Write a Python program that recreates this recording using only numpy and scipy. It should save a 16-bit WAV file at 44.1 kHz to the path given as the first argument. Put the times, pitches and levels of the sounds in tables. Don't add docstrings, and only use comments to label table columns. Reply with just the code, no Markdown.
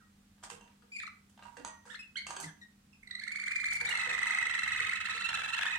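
import sys
import numpy as np
from scipy import signal
from scipy.fft import rfft, irfft
from scipy.io import wavfile
from scipy.ndimage import uniform_filter1d

SR = 44100
rng = np.random.default_rng(int(sys.argv[2]) if len(sys.argv) > 2 else 0)


def bounce(signal):
    frames = np.transpose(np.atleast_2d(signal))
    limited = np.clip(frames, -1, 1)
    pcm = np.round(limited * 32767).astype(np.int16)
    wavfile.write(sys.argv[1], SR, pcm)


N = 254898

# pitch_hz, relative_db
AIR_COLOUR = [(100, -37), (170, -8), (202, 5.5), (331, -22.5), (432, -17), (466, -19), (681, -26),
              (749, -18), (872, -21.5), (1300, -19.5), (7770, -30.5), (16000, -37)]
AIR_DB = -68.5
# time_s, level_db
RUMBLE_LEVEL = [(0, -71.5), (1.2, -70.5), (2.5, -69), (3.4, -70.5), (3.86, -63), (4.38, -70), (4.65, -63.5),
                (4.86, -59.5), (4.93, -69.5), (5.3, -66), (5.78, -65)]
# pitch_hz, relative_db
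RUMBLE_COLOUR = [(8.8, -29), (15, 26), (54, -6), (86, 5.5), (129, -5), (155, 1), (172, -5), (185, -5),
                 (240, -5), (410, -120)]
RUMBLE_SWELL_DB, RUMBLE_SWELL_S = 1.5, 0.094
# pitch_hz, level_db
MAINS_HUM = [(199.5, -68.5), (299.5, -83.5)]

# pitch_hz, t60_s
ROOM_T60 = [(300, 0.42), (2000, 0.35), (9000, 0.22)]
ROOM_ONSET_S, ROOM_BUILD_S = 0.002, 0.0081
ROOM_TILT_DB = -1.5
SINGER_ROOM_DB, CALL_ROOM_DB, HOP_ROOM_DB = -8, -5.5, -4.5

# start_s, level_db, held_s, fade_db_per_s
WING_BRUSH = [(.438, -47.5, 0.0032, 313), (.502, -50, 0.0033, 216), (1.432, -66.5, .01, 80),
              (1.572, -63, 0.0046, 250), (1.86, -62.5, 0.077, 198), (2.272, -52.5, 0.043, 250),
              (2.428, -47.5, 0.0041, 282)]
# start_s, level_db, held_s, fade_db_per_s
WING_BOOM = [(.492, -82, .005, 400), (.538, -65, .005, 180), (2.272, -70, 0.05, 240),
             (2.476, -45, 0.002, 384), (3.78, -65.5, 0.12, 154), (4.09, -66, 0.04, 200)]
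BRUSH_RISE_DB_PER_S, BOOM_RISE_DB_PER_S = 2500, 400
# pitch_hz, relative_db
RUSTLE_COLOUR = [(290, -23), (500, 19), (595, -59), (831, 4.5), (2070, 3), (2810, -4.5), (8210, 0),
                 (16000, -34)]

# start_s, level_db, wire_ring_db,
# scrape_db (claws and seed), left_minus_right_db, knock_brightness_db_per_octave
HOPS = [(0.295, -89, -8, -30, 4, 2), (0.38, -65, -23.5, -14, 5, 2.5), (0.428, -53, -20, -10, -1, 1),
        (0.437, -49, -12, 13, 5, 6.5), (0.461, -52, -16, -14, 1, -3), (0.5011, -42.5, -9, 13, -1, 6),
        (0.61, -55.5, -0.5, -3, 1, 4.5), (0.621, -59, -22, -28, -3, -9), (0.676, -52, -25, -25, 0, -8.5),
        (0.822, -57, -23, -13, 4, -4), (1.296, -69, -16, 26, 1, 4), (1.376, -50, -16, -25, 1, -1),
        (1.392, -50, -25, -30, -1, -4), (1.425, -50, -26, -34, 1.5, 6.5), (1.453, -53, -29, -26, -13, -8),
        (1.569, -42.5, -8, -25, 0, -0.5), (1.648, -34, -1.5, -35, 0.5, -9),
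        (1.854, -52.5, -6.5, -24, 2, -5), (2.267, -40.5, 3.5, -23, 0, 5), (2.288, -43, -20, -30, 6, -8),
        (2.306, -36, -1.5, -12, -2.5, -8), (2.325, -59, -20, -30, 7, -8), (2.345, -43, -20, -30, 3, -6),
        (2.365, -36, 1.5, -14, 1.5, 2.5), (2.3995, -42, 6, 20, -1.5, -8), (2.408, -45, -4, 22, -4, -2),
        (2.428, -52, -5.5, -3, -1, -0.5), (3.731, -49.5, -5, 31, 1, 9.5), (3.891, -38, -6, 17.5, -1, -5)]
# pitch_hz, level_db, t60_s
WOOD_MODES = [(825, -22, 0.089), (944, -4.5, 0.076), (1078, -7.5, 0.034), (1212, 1, 0.018),
              (1423, -7, 0.034), (1580, -4.5, 0.048), (2170, -22, 0.022), (2744, -11.5, 0.025),
              (3090, -5, 0.0092)]
# pitch_hz, level_db, t60_s
WIRE_MODES = [(4640, -3, 0.0035), (6100, -28, 0.34), (6450, -5.5, 0.012), (7820, -12.5, 0.065),
              (8030, -20.5, 0.11), (9000, -25, 0.2)]
CONTACT_S = .0025
TWIN_RATIO, TWIN_SCATTER, MODE_SCATTER_DB = 1.012, .004, 2
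# start_s, level_db, pitch_hz
THUDS = [(0.514, -45.5, 466), (.83, -62.5, 468), (1.571, -45, 483), (1.594, -44, 274), (1.857, -55, 489),
         (2.29, -52, 340), (2.37, -51, 390), (2.43, -49, 294), (3.815, -47, 479), (3.906, -54, 506),
         (4.069, -41, 497), (4.116, -52.5, 424), (4.21, -56, 510), (4.459, -52, 457), (4.804, -49.5, 447),
         (5.144, -50.5, 470), (5.382, -56, 490), (5.699, -73, 444)]
THUD_GRAIN_DB = -8.5
# start_s, level_db, pitch_hz
LOOSE_WIRES = [(.503, -73, 1900), (1.578, -63, 1910), (1.655, -55.5, 1882), (1.65, -63, 6230),
               (1.862, -66, 1940), (2.27, -64, 6100)]
LOOSE_T60_S, LOOSE_BEAT_HZ = .55, 21.9

# start_s, level_db, end_pitch_hz, length_ms, start_over_end_pitch, bend,
# octave_db, left_minus_right_db
CALLS = [(0, -63, 1200, 32, 1.5, 1.85, -23, -4), (.01, -72, 1894, 67, 1, 1.3, -15, 7),
         (.917, -43.5, 2477, 84, 0.93, 9.2, -16.5, 5), (0.958, -36.5, 2160, 19, 1.1, 0.83, -18, 11),
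         (0.984, -36.5, 2540, 22.5, 0.89, 1.4, -21, 6), (0.999, -38.5, 1570, 7.4, 1.43, 1.22, -6.5, -7),
         (1.021, -39, 2340, 21, 0.88, 5.1, -21, -2.5), (1.032, -41, 1232, 13, 1.7, 6.4, -13, 13),
         (1.065, -37.5, 1947, 9.2, 1.08, 0.64, -10.5, 5), (1.074, -38, 1228, 10.2, 1.44, 4.2, -11, 8.5),
         (1.871, -61, 1126, 12.6, 2, 1.9, -19, -25), (1.896, -52.5, 1860, 30.4, 0.66, 4.8, -6.5, -22),
         (1.941, -39.5, 2140, 22.4, 0.52, 2.63, -5.5, 6.5), (1.99, -42, 2565, 31, 1.01, 1, -15, 5.5),
         (2.024, -58, 2650, 46, 1.07, 1.4, -37, 19), (2.156, -40.5, 1690, 11, 0.88, 1.14, 6, -3.5),
         (2.165, -36, 2212, 22.8, 0.79, 4.6, -3, -9), (2.258, -50, 2200, 22, .98, 1.5, -20, -2),
         (2.438, -38.5, 2080, 13.4, 0.93, 1.5, -16, 8), (2.463, -49, 1472, 44, 1.26, 0.6, -11, 6),
         (2.612, -49.5, 1872, 33, 1.1, 5, -7.5, 6), (2.928, -62, 2540, 12.5, 1.13, 2.7, -10, -16),
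         (3.213, -41.5, 1810, 19, .9, 1.6, -14, -1), (3.865, -35.5, 2030, 16.7, 0.81, 2.05, -0.5, -5)]
CALL_UPPER_DB = [-21, -25.5, -69]
CALL_LAG = 30
BREATH_BAND = signal.butter(3, [2600, 9800], "band", fs=SR)

# start_s, level_db, pitch_hz
ROLL_CURVE = [(3.032, -48, 2160), (3.075, -43, 2000), (3.1123, -37.5, 1980), (3.236, -31.5, 2130),
              (3.3185, -29.5, 2170), (3.3985, -30.5, 2203), (3.6001, -27, 2127), (3.8106, -29, 2260),
              (3.8881, -29, 2290), (3.9255, -26, 2015), (3.9519, -25.5, 2167), (3.9948, -21.5, 2055),
              (4.035, -26, 2037), (4.1905, -22, 2053), (4.3865, -21, 2029), (4.592, -22.5, 2035),
              (4.804, -22.5, 2090), (4.8922, -24, 2175), (5.0128, -28.5, 2084), (5.2194, -31.5, 2065),
              (5.3137, -37, 1740), (5.49, -35, 1740), (5.578, -35, 1745), (5.621, -29.5, 1726),
              (5.664, -26, 1794), (5.708, -29, 1890), (5.7505, -27, 1910)]
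ROLL_NUMBER = [0, 1, 2, 5, 7, 9, 14, 19, 21, 22, 23, 24, 25, 29, 34, 39, 44, 46, 49, 54, 56, 60, 62, 63, 64,
               65, 66]
# time_s, main_note_ms, start_over_end_pitch,
# bend (under 1 the glide comes late), flick_db (high flick against the cluck), cluck_brightness_db_per_partial
ROLL_SHAPE = [(3.03, 14, 1.1, 1.1, -30, 4), (3.08, 13, 1.07, 1.1, -30, 2), (3.115, 11, 1.1, 1.2, -30, 0),
              (3.155, 12, 1.02, 2, -30, -2), (3.199, 13, 0.92, 2.5, -30, -4), (3.24, 13, .75, 5, -30, -8),
              (3.316, 12, 0.6, 6, -30, -14), (3.848, 12.4, .55, 3.13, -26, -13),
              (3.952, 12, 0.84, 2, -3, -7.5), (4.11, 9, 0.85, 2, -3, -6), (4.19, 9.5, 0.86, 2, -2, -5),
              (4.23, 11.5, 0.87, 2, -2, -5), (4.5, 11.5, 0.85, 2.75, -1, -3),
              (5.201, 13.2, 0.613, 1.22, 8, 0), (5.301, 13, 1.03, 1.4, -37, -5),
              (5.62, 12, 1.02, 1.4, -37, -5.5), (5.78, 16, 0.97, 2.3, -30, -5)]
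# time_s, main_note_octave_db, lead_in_db
ROLL_THROAT = [(3.03, -42, -35), (3.08, -0.5, -21), (3.12, 1.5, -20), (3.28, -11.5, -15),
               (3.45, -15.5, -11.5), (3.82, -12.5, -14), (3.9, -17, -8), (4.6, -23, -11.5),
               (5.0, -19.5, -7), (5.25, -2, 2.5), (5.35, -5, 8), (5.78, -9.5, -5)]
# start_s, level_db, fundamental_db
CLUCK_CURVE = [(3.815, -38, -2.5), (3.896, -40.5, -2), (3.938, -48, 9), (4.101, -44, 7), (4.373, -46, 6),
               (4.621, -45, 1), (4.873, -49.5, -9), (5.07, -51, 3.5), (5.21, -60, 7), (5.29, -43, 7),
               (5.331, -42, 2), (5.46, -42, 3), (5.548, -42, 4.5), (5.632, -42, 2), (5.759, -42.5, 5.5)]
CLUCK_NUMBER = [0, 2, 3, 7, 14, 20, 26, 30, 33, 35, 36, 39, 41, 43, 46]
# start_s, level_db, pitch_hz
PIPE_CURVE = [(3.317, -34.5, 2276), (3.511, -27.5, 2389), (3.853, -26, 2345)]
PIPE_NUMBER = [0, 4, 11]
# start_s, level_db, pitch_hz
QUICK_CURVE = [(3.975, -29, 2000), (4.015, -30, 2100), (4.057, -33, 1905), (4.096, -29, 1965),
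               (4.133, -30.5, 1930)]
QUICK_NUMBER = [0, 1, 2, 3, 4]
# start_s, level_db, pitch_hz, length_ms,
# octave_over_fundamental_db
BELL_CURVE = [(3.905, -34, 1417, 22, 9.5), (3.947, -32, 1345, 23, 4.5), (4.09, -33, 1280, 25, 4.5),
              (4.135, -30.5, 1266, 17, 0), (4.405, -31.5, 1284, 26, 7), (4.542, -30, 1340, 12.4, 2),
              (4.676, -30.5, 1322, 25, 5.5), (4.8175, -32, 1274, 20, 6.5), (4.955, -29, 1310, 15.7, 4.5),
              (5.1928, -32.5, 1324, 31.7, 3.5), (5.24, -31.5, 1380, 32.6, 9.5), (5.288, -24, 1357, 16, 1),
              (5.3846, -35, 1326, 34, 3.5), (5.5313, -33, 1344, 24.6, 7.5), (5.628, -30, 1319, 11, 7.5),
              (5.676, -28.5, 1288, 19, 7), (5.723, -33, 1272, 27.6, 12.5)]
BELL_NUMBER = [0, 1, 4, 5, 11, 14, 17, 20, 23, 28, 29, 30, 32, 35, 37, 38, 39]
# time_s, third_partial_db, closing_flick_db
BELL_THROAT = [(3.9, -13, -9), (4.2, -16, -14), (4.6, -9.5, -17), (5.0, -11.5, -13), (5.25, -11.5, -10.5),
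               (5.5, -11, -7), (5.62, -11, -8), (5.78, -14, -17)]
ROLL_UPPER_DB = [-26.5, -23.5, -47.5, -63]
CLUCK_UPPER_DB = [16, 13.5, -1, -60]
LEAD_PARTIALS_DB = [-4, -10.5, -26.5]
PIPE_PARTIALS_DB = [-3, -29.5, -25, -48, -56]
QUICK_PARTIALS_DB = [-0.5, -11.5, -22, -18]
BELL_PARTIALS_DB = [-8.5, -25.5, -23.5, -28]
STRAY_S, STRAY_DB, STRAY_SHARE = .0007, 1.6, .01
STEADY = .004
# left_lag_samples, wall_echo_delay_s (right port), wall_echo_db, room_left_minus_right_db
PLACES = [(28, .017, -14, -2.5), (-28, .012, -14, -1.5), (30, .014, -16, -4)]
# time_s, then direct left_minus_right_db of first, second, third singer
FACING = [(3.0, -4.5, 4, -7), (3.8, 0, 4, -27), (3.95, 2, 4, -1.5), (4.4, 0, 4, -5), (4.6, 1, 4, -2),
          (5.2, -0.5, 4, -0.5), (5.6, 11.5, 4, -10), (5.72, -2.5, 4, -1)]
SWAY_PER_S = 5

# resonance_hz, sharpness_q, share_added_left, share_added_right
PORT_COLOUR = [(8170, 3.6, -0.57, 1), (4700, 3.3, 0.29, -0.2), (1180, 0.65, -0.43, -0.018)]
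TOP_HZ = 15900


def undb(db):
    return 10 ** (np.asarray(db) / 20)


def add(out, s, x):
    i = max(int(s * SR), 0)
    out[..., i:i + x.shape[-1]] += x[..., :out.shape[-1] - i]


def pan(db):
    return undb([[db / 2], [-db / 2]])


def along(table, s):
    at, *columns = np.transpose(table)
    return [np.interp(s, at, column) for column in columns]


def decay(t, t60):
    return 1000 ** (-t / t60)


def band(x, lo_hz, hi_hz):
    return signal.lfilter(*signal.butter(2, [lo_hz, hi_hz], "band", fs=SR), x)


def coloured(table, lo_hz, hi_hz):
    f = np.fft.rfftfreq(N, 1 / SR) + 1e-9
    hz, db = np.transpose(table)
    gain = undb(np.interp(np.log(f), np.log(hz), db)) * (f > lo_hz) * (f < hi_hz)
    mid, side = rfft(rng.standard_normal((2, N))) * gain
    side = side * np.clip((f / 450) ** 2, .05, 1)
    x = irfft(np.array([mid + side, mid - side]), N)
    return x / x.std()


def room(x, db):
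    t, tail = np.arange(SR // 2) / SR, 0
    hz, t60 = np.transpose(ROOM_T60)
    for f in 140 * 2. ** np.arange(7):
        edges = [f / np.sqrt(2), f * np.sqrt(2)]
        octave = signal.butter(2, edges, "band", fs=SR, output="sos")
        noise = signal.sosfilt(octave, rng.standard_normal((2, len(t))))
        tilt = undb(ROOM_TILT_DB * max(np.log2(f / 2000), 0))
        tail = tail + tilt * noise * decay(t, np.interp(np.log(f), np.log(hz), t60))
    tail = tail * np.clip((t - ROOM_ONSET_S) / ROOM_BUILD_S, 0, 1)
    tail = tail / np.sqrt(np.sum(tail ** 2) / 2)
    return signal.fftconvolve(x, undb(db) * tail, axes=1)[:, :N]


def floor():
    t = np.arange(N) / SR
    waver_db = 2.5 * uniform_filter1d(rng.standard_normal(N), 1500) * np.sqrt(1500)
    hum = sum(undb(db) * np.sqrt(2) * np.sin(2 * np.pi * hz * t) for hz, db in MAINS_HUM)
    span = int(RUMBLE_SWELL_S * SR)
    swell = uniform_filter1d(uniform_filter1d(rng.standard_normal(N), span), span)
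    rumble_db = along(RUMBLE_LEVEL, t)[0] + RUMBLE_SWELL_DB * swell / swell.std()
    rumble = undb(rumble_db) * coloured(RUMBLE_COLOUR, 33, 190)
    return undb(AIR_DB) * coloured(AIR_COLOUR, 210, 17000) + rumble + undb(waver_db) * hum


def strokes(table, rise_db_per_s):
    t = np.arange(N) / SR
    gain = 0
    for s, db, held, fade in table:
        rise_db = rise_db_per_s * np.clip(s - t, 0, None)
        fade_db = fade * np.clip(t - s - held, 0, None)
        gain = gain + undb(db - rise_db - fade_db)
    return gain


def wings():
    grain = undb(24.0 * uniform_filter1d(rng.standard_normal(N), 100))
    brush = strokes(WING_BRUSH, BRUSH_RISE_DB_PER_S) * grain * coloured(RUSTLE_COLOUR, 580, 16500)
    boom = np.sin(2 * np.pi * 159 * np.arange(N) / SR) * np.sqrt(2)
    return brush + uniform_filter1d(strokes(WING_BOOM, BOOM_RISE_DB_PER_S), 400) * boom


def ring(modes, chance, push, tilt_db=0):
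    t = np.arange(SR // 3) / SR
    body = 0
    for (hz, db, t60), c in zip(modes, chance):
        gain = undb(db + MODE_SCATTER_DB * c + tilt_db * np.log2(hz / 1000))
        twin_hz = hz * (TWIN_RATIO + TWIN_SCATTER * c)
        pair = np.sin(2 * np.pi * hz * t) + 0.23 * np.sin(2 * np.pi * twin_hz * t)
        body = body + gain * pair * decay(t, t60)
    return signal.fftconvolve(push, body[None], axes=1)[:, :len(t)]


def clatter(blow, chance, spread_s=0.055, drop_db=-13):
    out = blow.copy()
    for when, size in chance:
        add(out, spread_s * when, undb(drop_db * (when + size)) * blow)
    return out


def hops():
    out, t = np.zeros((2, N)), np.arange(SR // 3) / SR
    short = SR // 50
    for s, db, wire_db, scrape_db, pan_db, tilt_db in HOPS:
        chance, noise = rng.standard_normal((2, 10)), rng.standard_normal((2, len(t)))
        crack = noise * np.clip(t / 0.0061, 0, 1) * (decay(t, 0.012) + 0.089 * decay(t, 0.09))
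        scrape, dull = band(crack, 5000, 9800), band(crack, 760, 3400)
        push = noise[:, ::-1][:, :short] * np.exp(-t[:short] / CONTACT_S)
        push = band(push.mean(axis=0) + 0.4 * push, 550, 9000)
        push = push / np.sqrt(np.sum(push ** 2) / 2)
        blow = undb(-7.0) * ring(WOOD_MODES, chance[0], push, tilt_db) + undb(14.5) * dull
        blow = blow + undb(wire_db) * ring(WIRE_MODES, chance[1], push) + undb(scrape_db) * scrape
        add(out, s, pan(pan_db) * undb(db) * clatter(blow, rng.random((4, 2))))
    return out


def thuds():
    out, t = np.zeros((2, N)), np.arange(SR // 3) / SR
    for s, db, hz in THUDS:
        grain = band(rng.standard_normal((2, len(t))), hz * 0.63, hz * 1.61)
        boom = np.sin(2 * np.pi * hz * t) + undb(THUD_GRAIN_DB) * grain / grain.std()
        add(out, s, pan(-6.0) * undb(db) * boom * np.clip(t / 0.0073, 0, 1) * decay(t, 0.085))
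    return out


def loose_wires():
    out, t = np.zeros((2, N)), np.arange(SR // 3) / SR
    for s, db, hz in LOOSE_WIRES:
        pair = np.sin(2 * np.pi * hz * t) + .6 * np.sin(2 * np.pi * (hz + LOOSE_BEAT_HZ) * t)
        ends = np.clip(t / 0.0066, 0, 1) * np.clip((t[-1] - t) / .1, 0, 1)
        add(out, s, pan(0.0) * undb(db) * pair * ends * decay(t, LOOSE_T60_S))
    return out


def landings():
    struck = hops() + thuds() + loose_wires()
    return struck + room(struck, HOP_ROOM_DB)


def note(hz, ms, start, overtones_db, bend=1.49, anchor=1, point=1, peak=0.42, unsteady=0.14, air_db=-30):
    u = np.linspace(0, 1, int(ms * SR / 1000))
    shake, hiss = rng.standard_normal((2, 4500))[:, :len(u)]
    shake = unsteady * 8 * uniform_filter1d(shake, 64)
    glide = start ** ((1 - u) ** bend - (1 - anchor) ** bend)
    phase = 2 * np.pi * np.cumsum(hz * glide * (1 + shake)) / SR
    arch = np.sin(np.pi * u ** (np.log(.5) / np.log(peak)))
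    swell = np.clip(arch * max(ms / 22, 1), 0, 1) ** point
    tone = sum(undb(db) * np.sin((k + 1) * phase) for k, db in enumerate(overtones_db))
    return swell * (tone + undb(air_db) * signal.lfilter(*BREATH_BAND, hiss))


def calls():
    out = np.zeros((2, N))
    for s, db, hz, ms, start, bend, octave_db, pan_db in CALLS:
        unsteady = STEADY * abs(np.log(start)) * 15 + 0.0068
        chirp = note(hz, ms, start, [0, octave_db, *CALL_UPPER_DB], bend, unsteady=unsteady, air_db=-21.5)
        add(out, s, pan(pan_db) * undb(db) * chirp)
    out[0] = np.roll(out[0], CALL_LAG)
    return out + room(out[1:], CALL_ROOM_DB)


def trill(curve, number):
    count = number[-1] + 1
    rows = np.array([np.interp(np.arange(count), number, column) for column in np.transpose(curve)])
    chance = rng.standard_normal((count, 3)).T
    rows[0] += STRAY_S * chance[0]
    rows[1] += STRAY_DB * chance[1]
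    rows[2:3] *= 1 + STRAY_SHARE * chance[2]
    return rows.T


def place(x, which):
    lag, echo_s, echo_db, room_pan_db = PLACES[which]
    t = np.arange(N) / SR
    facing_db = along(FACING, t)[which]
    direct = undb([facing_db / 2, -facing_db / 2]) * np.array([np.roll(x, int(lag)), x])
    direct[1] += undb(echo_db) * np.pad(x, (int(echo_s * SR), 0))[:N]
    turns = rng.random(int(t[-1] * SWAY_PER_S) + 2)
    sway = 2 * np.pi * np.interp(t * SWAY_PER_S, np.arange(len(turns)), turns)
    tails = room((x * np.cos(sway))[None], SINGER_ROOM_DB) + room((x * np.sin(sway))[None], SINGER_ROOM_DB)
    return direct + pan(room_pan_db) * tails


def first_singer():
    out = np.zeros(N)
    for s, db, hz in trill(ROLL_CURVE, ROLL_NUMBER):
        octave_db, lead_db = along(ROLL_THROAT, s)
        ms, start, bend = along(ROLL_SHAPE, s)[:3]
        main = note(hz, ms, start, [0, octave_db, *ROLL_UPPER_DB], bend, anchor=0.565, peak=0.43,
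                    point=1.5, unsteady=.03, air_db=-29.5)
        add(out, s - .003, undb(db) * main)
        add(out, s - .012, undb(db + lead_db) * note(1545, 9.5, 0.788, LEAD_PARTIALS_DB, air_db=-17.0))
    for s, db, low_db in trill(CLUCK_CURVE, CLUCK_NUMBER):
        flick_db, bright_db = along(ROLL_SHAPE, s)[3:]
        overtones_db = np.array([low_db, *CLUCK_UPPER_DB]) + bright_db * np.arange(5)
        cluck = note(744.7, 9.33, 1.71, overtones_db, unsteady=0.081, air_db=-4.5)
        add(out, s - .003, undb(db) * cluck)
        add(out, s - .016, undb(db + flick_db) * note(3427, 14.5, .92, [0, -20]))
    return out


def second_singer():
    out = np.zeros(N)
    for s, db, hz in trill(PIPE_CURVE, PIPE_NUMBER):
        add(out, s - .004, undb(db) * note(hz, 22.7, 0.96, PIPE_PARTIALS_DB, unsteady=STEADY, air_db=-22))
    for s, db, hz in trill(QUICK_CURVE, QUICK_NUMBER):
        quick = note(hz, 12.6, 0.77, QUICK_PARTIALS_DB, anchor=0.52, unsteady=0.05, air_db=-21)
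        add(out, s - .005, undb(db) * quick)
    return out


def third_singer():
    out = np.zeros(N)
    low_db, *upper_db = BELL_PARTIALS_DB
    for s, db, hz, held_ms, octave_db in trill(BELL_CURVE, BELL_NUMBER):
        third_db, end_db = along(BELL_THROAT, s)
        flick = note(4025, 8.4, .68, [0, -25], bend=1.2, unsteady=0.034)
        add(out, s - .008 + held_ms / 1000, undb(db + end_db) * flick)
        bell = note(hz, held_ms, .98, [low_db, low_db + octave_db, third_db, *upper_db],
                    anchor=0.63, peak=0.54, unsteady=0.023, air_db=-21.0)
        add(out, s - .003, undb(db) * bell)
    return out


def singers():
    return place(first_singer(), 0) + place(second_singer(), 1) + place(third_singer(), 2)


def scene():
    return floor() + wings() + landings() + calls() + singers()


def record(dry):
    wet = dry
    for hz, sharp, left, right in PORT_COLOUR:
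        resonance = signal.lfilter(*signal.iirpeak(hz, sharp, fs=SR), dry)
        wet = wet + np.array([[left], [right]]) * resonance
    return signal.sosfilt(signal.ellip(10, .2, 70, TOP_HZ, fs=SR, output="sos"), wet)


dry = scene()
out = record(dry)
bounce(out)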